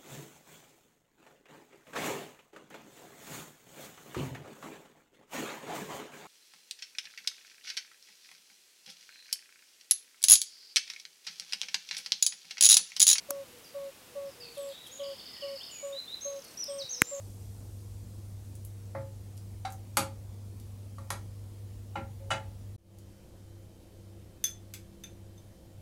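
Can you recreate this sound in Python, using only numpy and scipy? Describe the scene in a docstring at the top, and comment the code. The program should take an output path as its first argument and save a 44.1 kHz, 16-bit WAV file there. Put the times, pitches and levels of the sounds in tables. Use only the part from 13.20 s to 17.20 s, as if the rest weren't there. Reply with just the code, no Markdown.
"""At the edge of a pond, one microphone, quiet outdoor hiss throughout. A near toad starts at once,
hooting softly and regularly on pushes of air. Small birds whistle and chip in the trees around, which
throw their notes back, and a dry click sounds close to the microphone. A lower toad answers from far
off; faint high rustles and ticks come and go. From about halfway the birds trill and grow louder.
Near the end come a soft bump and a second sharp click, a hard little knock close by."""
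import sys
import numpy as np
from scipy import signal
from scipy.fft import rfft, irfft
from scipy.io import wavfile

SR = 44100
rng = np.random.default_rng(int(sys.argv[2]) if len(sys.argv) > 2 else 0)


def unload_audio(sound):
    """Save the sound as a 16-bit wav file, at the path given as the first command line argument."""
    columns = np.transpose(np.atleast_2d(sound))
    # keep every value between -1 and 1, then stretch to whole-number steps
    steps = np.round(np.clip(columns, -1, 1) * 32767)
    wavfile.write(sys.argv[1], SR, steps.astype(np.int16))


N = 176400
TIME = np.arange(N) / SR

# Spectrum of the open air: f/Hz, relative level/dB
AIR_COLOUR = [(25, -20), (50, -11.5), (100, -7), (180, -6.5), (290, -5), (420, -7), (700, -9),
              (1600, -12.5), (2700, -11), (6000, -15), (11400, -17), (15800, -20.5)]
# Hoots of the toad at the near bank: t/s, length/s, f/Hz, level/dB
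NEAR_HOOTS = [(0.085, 0.16, 554.6, -37.5), (.542, 0.17, 554, -37.5), (0.951, 0.16, 556, -37),
              (1.367, 0.17, 555.6, -37.5), (1.791, 0.16, 554.6, -37), (2.219, 0.16, 553.3, -37.5),
              (2.625, 0.16, 554.7, -37.5), (3.048, 0.16, 555.7, -37.5), (3.479, 0.17, 554.6, -37.5),
              (3.911, 0.14, 552.6, -38)]
# How long the trees hold an echo: f/Hz, time to fall 60 dB/s
TREE_DECAY = [(500, 1), (2500, 1), (5000, 0.45), (9000, 0.37)]
# Bird notes in the trees: t/s, length/s, start f/Hz, turn f/Hz, end f/Hz, place of the turn (0-1),
# flatness of the turn (exponent), level/dB, swell over the note/dB, echo/dB
BIRD_NOTES = [(0.096, .045, 7000, 5300, 5300, 0.73, 1.6, -54.5, -5, -5),
              (0.44, .045, 6700, 4850, 4520, 0.28, 1.7, -54, -10, -2),
              (1.054, 0.046, 5600, 5180, 4700, 0.6, 1.04, -61.5, 2, 5),
              (1.199, 0.064, 5200, 4630, 4270, 0.32, 0.96, -49.5, -8, 1.5),
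              (1.207, 0.088, 2940, 2740, 2390, 0.06, 1.2, -60.5, -2, -0.5),
              (1.23, 0.023, 2990, 3520, 3930, 0.44, 1, -57.5, 4, 1),
              (1.344, 0.035, 4400, 3610, 2880, 0.75, 1.25, -55.5, 10, 2.5),
              (1.373, 0.1, 8200, 8000, 7340, 0.43, 0.84, -56, 7, 2.5),
              (1.475, 0.044, 5200, 3800, 3250, 0.6, 1.2, -57, -1, 4),
              (1.515, .075, 3150, 3900, 3920, 0.8, 1.8, -54.5, -3, 1.5),
              (1.635, .04, 4000, 3575, 3020, 0.62, 1.03, -50, 6, -1.5),
              (1.71, 0.06, 6400, 7070, 6420, 0.53, 0.98, -48, 4, 3),
              (1.774, 0.036, 4200, 3300, 2860, 0.72, 1.25, -52, 15, 2),
              (1.818, 0.029, 2800, 3090, 3500, .6, 1.04, -55, -6, -0.5),
              (2.21, 0.031, 3500, 2990, 2740, 0.48, 1.43, -46, 3, -4.5),
              (2.074, 0.12, 2060, 1950, 1870, 0.4, 0.95, -65.5, 3, 4),
              (2.25, .05, 2490, 2200, 2110, 0.65, 0.89, -58.5, 17, -6),
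              (2.4, 0.052, 2700, 3410, 3760, 0.36, 0.92, -48, -6, -5.5),
              (2.485, 0.021, 3520, 3100, 2800, 0.4, 1, -53, 4, 1),
              (2.509, .025, 3310, 2885, 2560, 0.45, 0.96, -52, 3, -7),
              (2.537, 0.12, 2625, 2300, 2190, 0.52, 1, -59, -7, -7.5),
              (2.507, 0.16, 7700, 6807, 7100, 0.13, 1.68, -47, -7, 1.5),
              (2.64, .06, 8450, 8200, 8160, .5, 0.91, -64, -3, 1),
              (2.723, .084, 3600, 3914, 4148, .5, 1.22, -41.5, 11.5, -4.5),
              (2.872, 0.084, 3500, 3700, 4087, 0.3, 1.07, -41.5, 15, -6.5),
              (3.005, 0.097, 5100, 6427, 6433, .26, 3.25, -40, 2, 1.5),
              (3.221, 0.041, 5000, 4400, 4240, 0.48, 1.5, -60, -2, 8),
              (3.266, 0.066, 8870, 8450, 8160, .5, 1, -63, -2, -1),
              (3.371, .076, 5250, 5860, 4550, .36, 3.4, -36, 8, -2),
              (3.468, 0.054, 4000, 3290, 3090, 0.64, 1.3, -54.5, 6, -1),
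              (3.491, 0.064, 8550, 8230, 8700, 0.17, 1.1, -46, -2, -1),
              (3.582, .052, 6640, 3753, 3530, .92, 1.9, -38, -4, -1.5),
              (3.687, .07, 5600, 6470, 4860, 0.38, 1.5, -37, 5.5, -0.5),
              (3.843, 0.054, 7200, 7080, 7540, 0.2, 1.2, -47, 3, 5.5),
              (3.892, 0.065, 7600, 7400, 6140, 0.43, 1.62, -45, 2, 2.5)]
# Bursts that merge into one dry click at the microphone: t/s, level/dB
CLICK_BURSTS = [(0.107, -26.5), (0.1061, -19.5), (0.1079, -19.5)]
# Spectrum of that click: f/Hz, gain/dB
CLICK_COLOUR = [(100, -37), (300, 9), (800, 1.5), (1700, 0.5), (3500, -8.5), (7000, 0), (11300, 4),
                (16000, 1)]
# Hoots from across the water: t/s, length/s, start f/Hz, end f/Hz, level/dB
DISTANT_HOOTS = [(.24, .18, 525, 461, -58.5), (.79, .2, 524, 474, -59), (1.17, 0.17, 490, 465, -56.5),
                 (1.69, 0.084, 498, 546, -56.5), (2.87, 0.17, 520, 508, -66), (3.08, 0.095, 494, 467, -60),
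                 (3.62, 0.29, 503, 480, -60)]
# Faint rustles: centre t/s, width/s, level/dB
RUSTLE_SWELLS = [(.38, 0.18, -67.5), (1.42, 0.09, -59.5), (1.675, 0.013, -57.5), (2.52, .2, -68),
                 (3.247, 0.0056, -50.5), (3.36, 0.084, -65.5), (3.443, 0.0035, -54.5)]
# Spectrum of the rustles: f/Hz, relative level/dB
RUSTLE_SPECTRUM = [(100, -43), (6000, -11), (9000, -11), (11200, -4), (13000, -10), (16000, -46)]
# Trills in the trees: t/s, chip spacing/s, chip count, chip length/s, top f/Hz, bottom f/Hz,
# first level/dB, last level/dB, echo/dB
BIRD_TRILLS = [(1.832, .0751, 9, .022, 5350, 4200, -49, -43, 3),
               (1.915, .08, 4, .018, 3800, 2700, -52, -52, -2),
               (3.129, .0303, 8, .007, 6300, 4600, -52, -54, -2)]
# Knock close to the microphone: t/s, level/dB
CLOSE_KNOCKS = [(3.8191, 0)]
# Modes the knock sets ringing: f/Hz, level/dB, time to fall 60 dB/s, rise/s
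RING_MODES = [(275, -2.5, 0.0063, 0.00074), (1620, -4.5, 0.0065, 0.00087), (2045, 6, 0.0034, 0.00032),
              (5800, -19, 0.004, .0002), (7430, -2, 0.004, 0.00032), (10100, -2, 0.0016, 0.000065),
              (11300, -1, 0.0023, .0003), (13500, -13, .001, 0.000059), (15300, -1, 0.0011, .00005)]


def amp(db):
    """Decibels to amplitude."""
    return 10 ** (np.asarray(db) / 20)


def unit(x):
    """Scales to unit RMS."""
    return x / np.sqrt(np.mean(x ** 2) + 1e-20)


def read(points, hz):
    """A table's value at hz, on a log frequency axis."""
    f, value = np.transpose(points)
    return np.interp(np.log(hz + 1), np.log(f + 1), value)


def add(mix, start, sound):
    """Mixes a sound in at start seconds."""
    part = mix[max(round(start * SR), 0):][:len(sound)]
    part += sound[:len(part)]


def coloured(x, colour):
    """Filters x by a table of gain against frequency."""
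    return irfft(rfft(x) * amp(read(colour, np.fft.rfftfreq(N, 1 / SR))), N)


def wander(hz):
    """Random motion up to about hz, at unit RMS."""
    rolloff = np.exp(-(np.fft.rfftfreq(N, 1 / SR) / hz) ** 2)
    return unit(irfft(rfft(rng.standard_normal(N)) * rolloff, N))


def ramp(u):
    """A smooth step from 0 to 1."""
    return np.sin(np.pi / 2 * np.clip(u, 0, 1))


def hump(t, at_s, width_s):
    """A bell curve of height 1."""
    return np.exp(-((t - at_s) / width_s) ** 2)


def sine(pitch):
    """A pure tone following a pitch path in Hz."""
    return np.sin(2 * np.pi * np.cumsum(pitch) / SR)


def air(level_db=-54.5, murmur_hz=400, sway_db=2):
    """Open air all around: steady hiss over a gently swaying low murmur."""
    hiss = unit(coloured(rng.standard_normal(N), AIR_COLOUR))
    murmur = signal.sosfilt(signal.butter(1, murmur_hz, fs=SR, output="sos"), hiss)
    sway = amp(sway_db * wander(hz=3.7))
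    return amp(level_db) * (hiss + murmur * (sway - 1))


def near_toad(rise_s=0.015, release_s=0.046, octave_db=-18, waver_db=0.079, echo_db=-32):
    """At the near bank: almost pure hoots that start sharp and sag as the air runs out."""
    sharp_hz, settle_s, sag_hz, sag_s = 17.3, 0.041, 24, 0.018
    hoots = np.zeros(N)
    for start, length, hz, db in NEAR_HOOTS:
        t = np.arange(0, length, 1 / SR)
        pitch = hz + sharp_hz * np.exp(-t / settle_s) - sag_hz * np.exp((t - length) / sag_s)
        push = 1 + 0.54 * hump(t, at_s=0.03, width_s=0.015)  # the first push of air swells the hoot
        octave = amp(octave_db) * hump(t, at_s=0.029, width_s=0.11) * sine(2 * pitch)
        gate = ramp(t / rise_s) * ramp((length - t) / release_s)
        add(hoots, start, amp(db) * gate * (push * sine(pitch) + octave))
    hoots *= amp(waver_db * wander(hz=43))
    return hoots + amp(echo_db) * trees(hoots)


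def trees(sound, echoes_per_s=1500, build_s=0.023):
    """Trunks and leaves around the pond scatter echoes, each band dying at its own speed."""
    taps = rng.standard_normal(SR) * (rng.random(SR) < echoes_per_s / SR)
    taps *= ramp(TIME[:SR] / build_s)
    hz, t, bands = signal.stft(taps, SR, nperseg=256)
    decay = amp(-60 * t / read(TREE_DECAY, hz)[:, None])
    tail = signal.istft(bands * decay, SR, nperseg=256)[1]
    return signal.fftconvolve(sound, tail / np.linalg.norm(tail))[:N]


def birds(notes, warble_depth=0.0045, flutter_db=2.5, rise_share=0.11, fall_share=0.16):
    """Up in the trees: each note is a slightly unsteady sine, heard direct and thrown back."""
    direct, to_trees = np.zeros(N), np.zeros(N)
    warble = 1 + warble_depth * wander(hz=150)
    flutter = flutter_db * wander(hz=105)
    for start, pitch, db, echo_db in notes:
        u = np.linspace(0, 1, len(pitch))
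        span = (round(start * SR) + np.arange(len(pitch))) % N
        gate = ramp(u / rise_share) * ramp((1 - u) / fall_share)
        note = amp(db + flutter[span]) * gate * sine(pitch * warble[span])
        add(direct, start, note)
        add(to_trees, start, note * amp(echo_db))
    return direct + trees(to_trees)


def whistles():
    """Single notes for the birds, each gliding through one turn of pitch."""
    for start, length, start_hz, turn_hz, end_hz, turn, flat, db, swell_db, echo_db in BIRD_NOTES:
        u = np.linspace(0, 1, round(length * SR))
        before = np.maximum(1 - u / turn, 0)
        after = np.maximum((u - turn) / (1 - turn), 0)
        pitch = turn_hz + (start_hz - turn_hz) * before ** flat + (end_hz - turn_hz) * after ** flat
        yield start, pitch, db + swell_db * (u - 0.5), echo_db


def dry_click(decay_s=0.00092):
    """Close to the microphone: tiny bursts of noise run together into one crackling click."""
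    bursts, t = np.zeros(N), TIME[:2048]
    for start, db in CLICK_BURSTS:
        add(bursts, start, amp(db) * np.exp(-t / decay_s) * rng.standard_normal(len(t)))
    return coloured(bursts, CLICK_COLOUR)


def far_toad(rise_share=0.067, fall_share=0.38, echo_db=-3):
    """Across the water: faint, lower, gliding hoots, nearly as much echo as direct sound."""
    hoots = np.zeros(N)
    for start, length, start_hz, end_hz, db in DISTANT_HOOTS:
        u = np.linspace(0, 1, round(length * SR))
        gate = ramp(u / rise_share) * ramp((1 - u) / fall_share)
        add(hoots, start, amp(db) * gate * sine(start_hz + (end_hz - start_hz) * u))
    return hoots + amp(echo_db) * trees(hoots)


def rustles(grain_db=5):
    """Faint swells of high, grainy noise; the shortest are heard as ticks."""
    swells = sum(amp(db) * hump(TIME, centre, width) for centre, width, db in RUSTLE_SWELLS)
    hiss = unit(coloured(rng.standard_normal(N), RUSTLE_SPECTRUM))
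    return swells * hiss * amp(grain_db * wander(hz=300))


def trills(fade_db=-3):
    """Quick runs of notes for the birds, each chip weakening as its pitch falls."""
    for start, spacing, count, length, top_hz, bottom_hz, first_db, last_db, echo_db in BIRD_TRILLS:
        u = np.linspace(0, 1, round(length * SR))
        pitch = top_hz + (bottom_hz - top_hz) * u
        for k, db in enumerate(np.linspace(first_db, last_db, count)):
            yield start + k * spacing, pitch, db + fade_db * (u - 0.5), echo_db


def bump(at_s=3.648, hz=128, level_db=-49):
    """A soft low bump, only a couple of cycles long."""
    return amp(level_db) * hump(TIME, at_s, width_s=0.0067) * np.sin(2 * np.pi * hz * (TIME - at_s))


def knock(low_cut_hz=95):
    """Close to the microphone: a hard little knock whose modes ring for milliseconds."""
    knocks, t = np.zeros(N), TIME[:2048]
    ring = sum(amp(db - 60 * t / t60) * (1 - np.exp(-t / rise)) * np.sin(2 * np.pi * hz * t)
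               for hz, db, t60, rise in RING_MODES)
    for start, db in CLOSE_KNOCKS:
        add(knocks, start, amp(db) * ring)
    return signal.sosfilt(signal.butter(2, low_cut_hz, "high", fs=SR, output="sos"), knocks)


def scene():
    """The pond as it reaches one microphone on the bank."""
    pond = air() + near_toad() + birds([*whistles(), *trills()])
    return (pond + dry_click() + far_toad() + rustles() + bump() + knock())[None]


def record(dry):
    """The recorder's band limit cuts off the highest treble."""
    edge_hz = 15900
    low_pass = signal.firwin(511, edge_hz, window=("kaiser", 9), fs=SR)
    return signal.oaconvolve(dry, low_pass[None], "same")


dry = scene()
out = record(dry)
unload_audio(out)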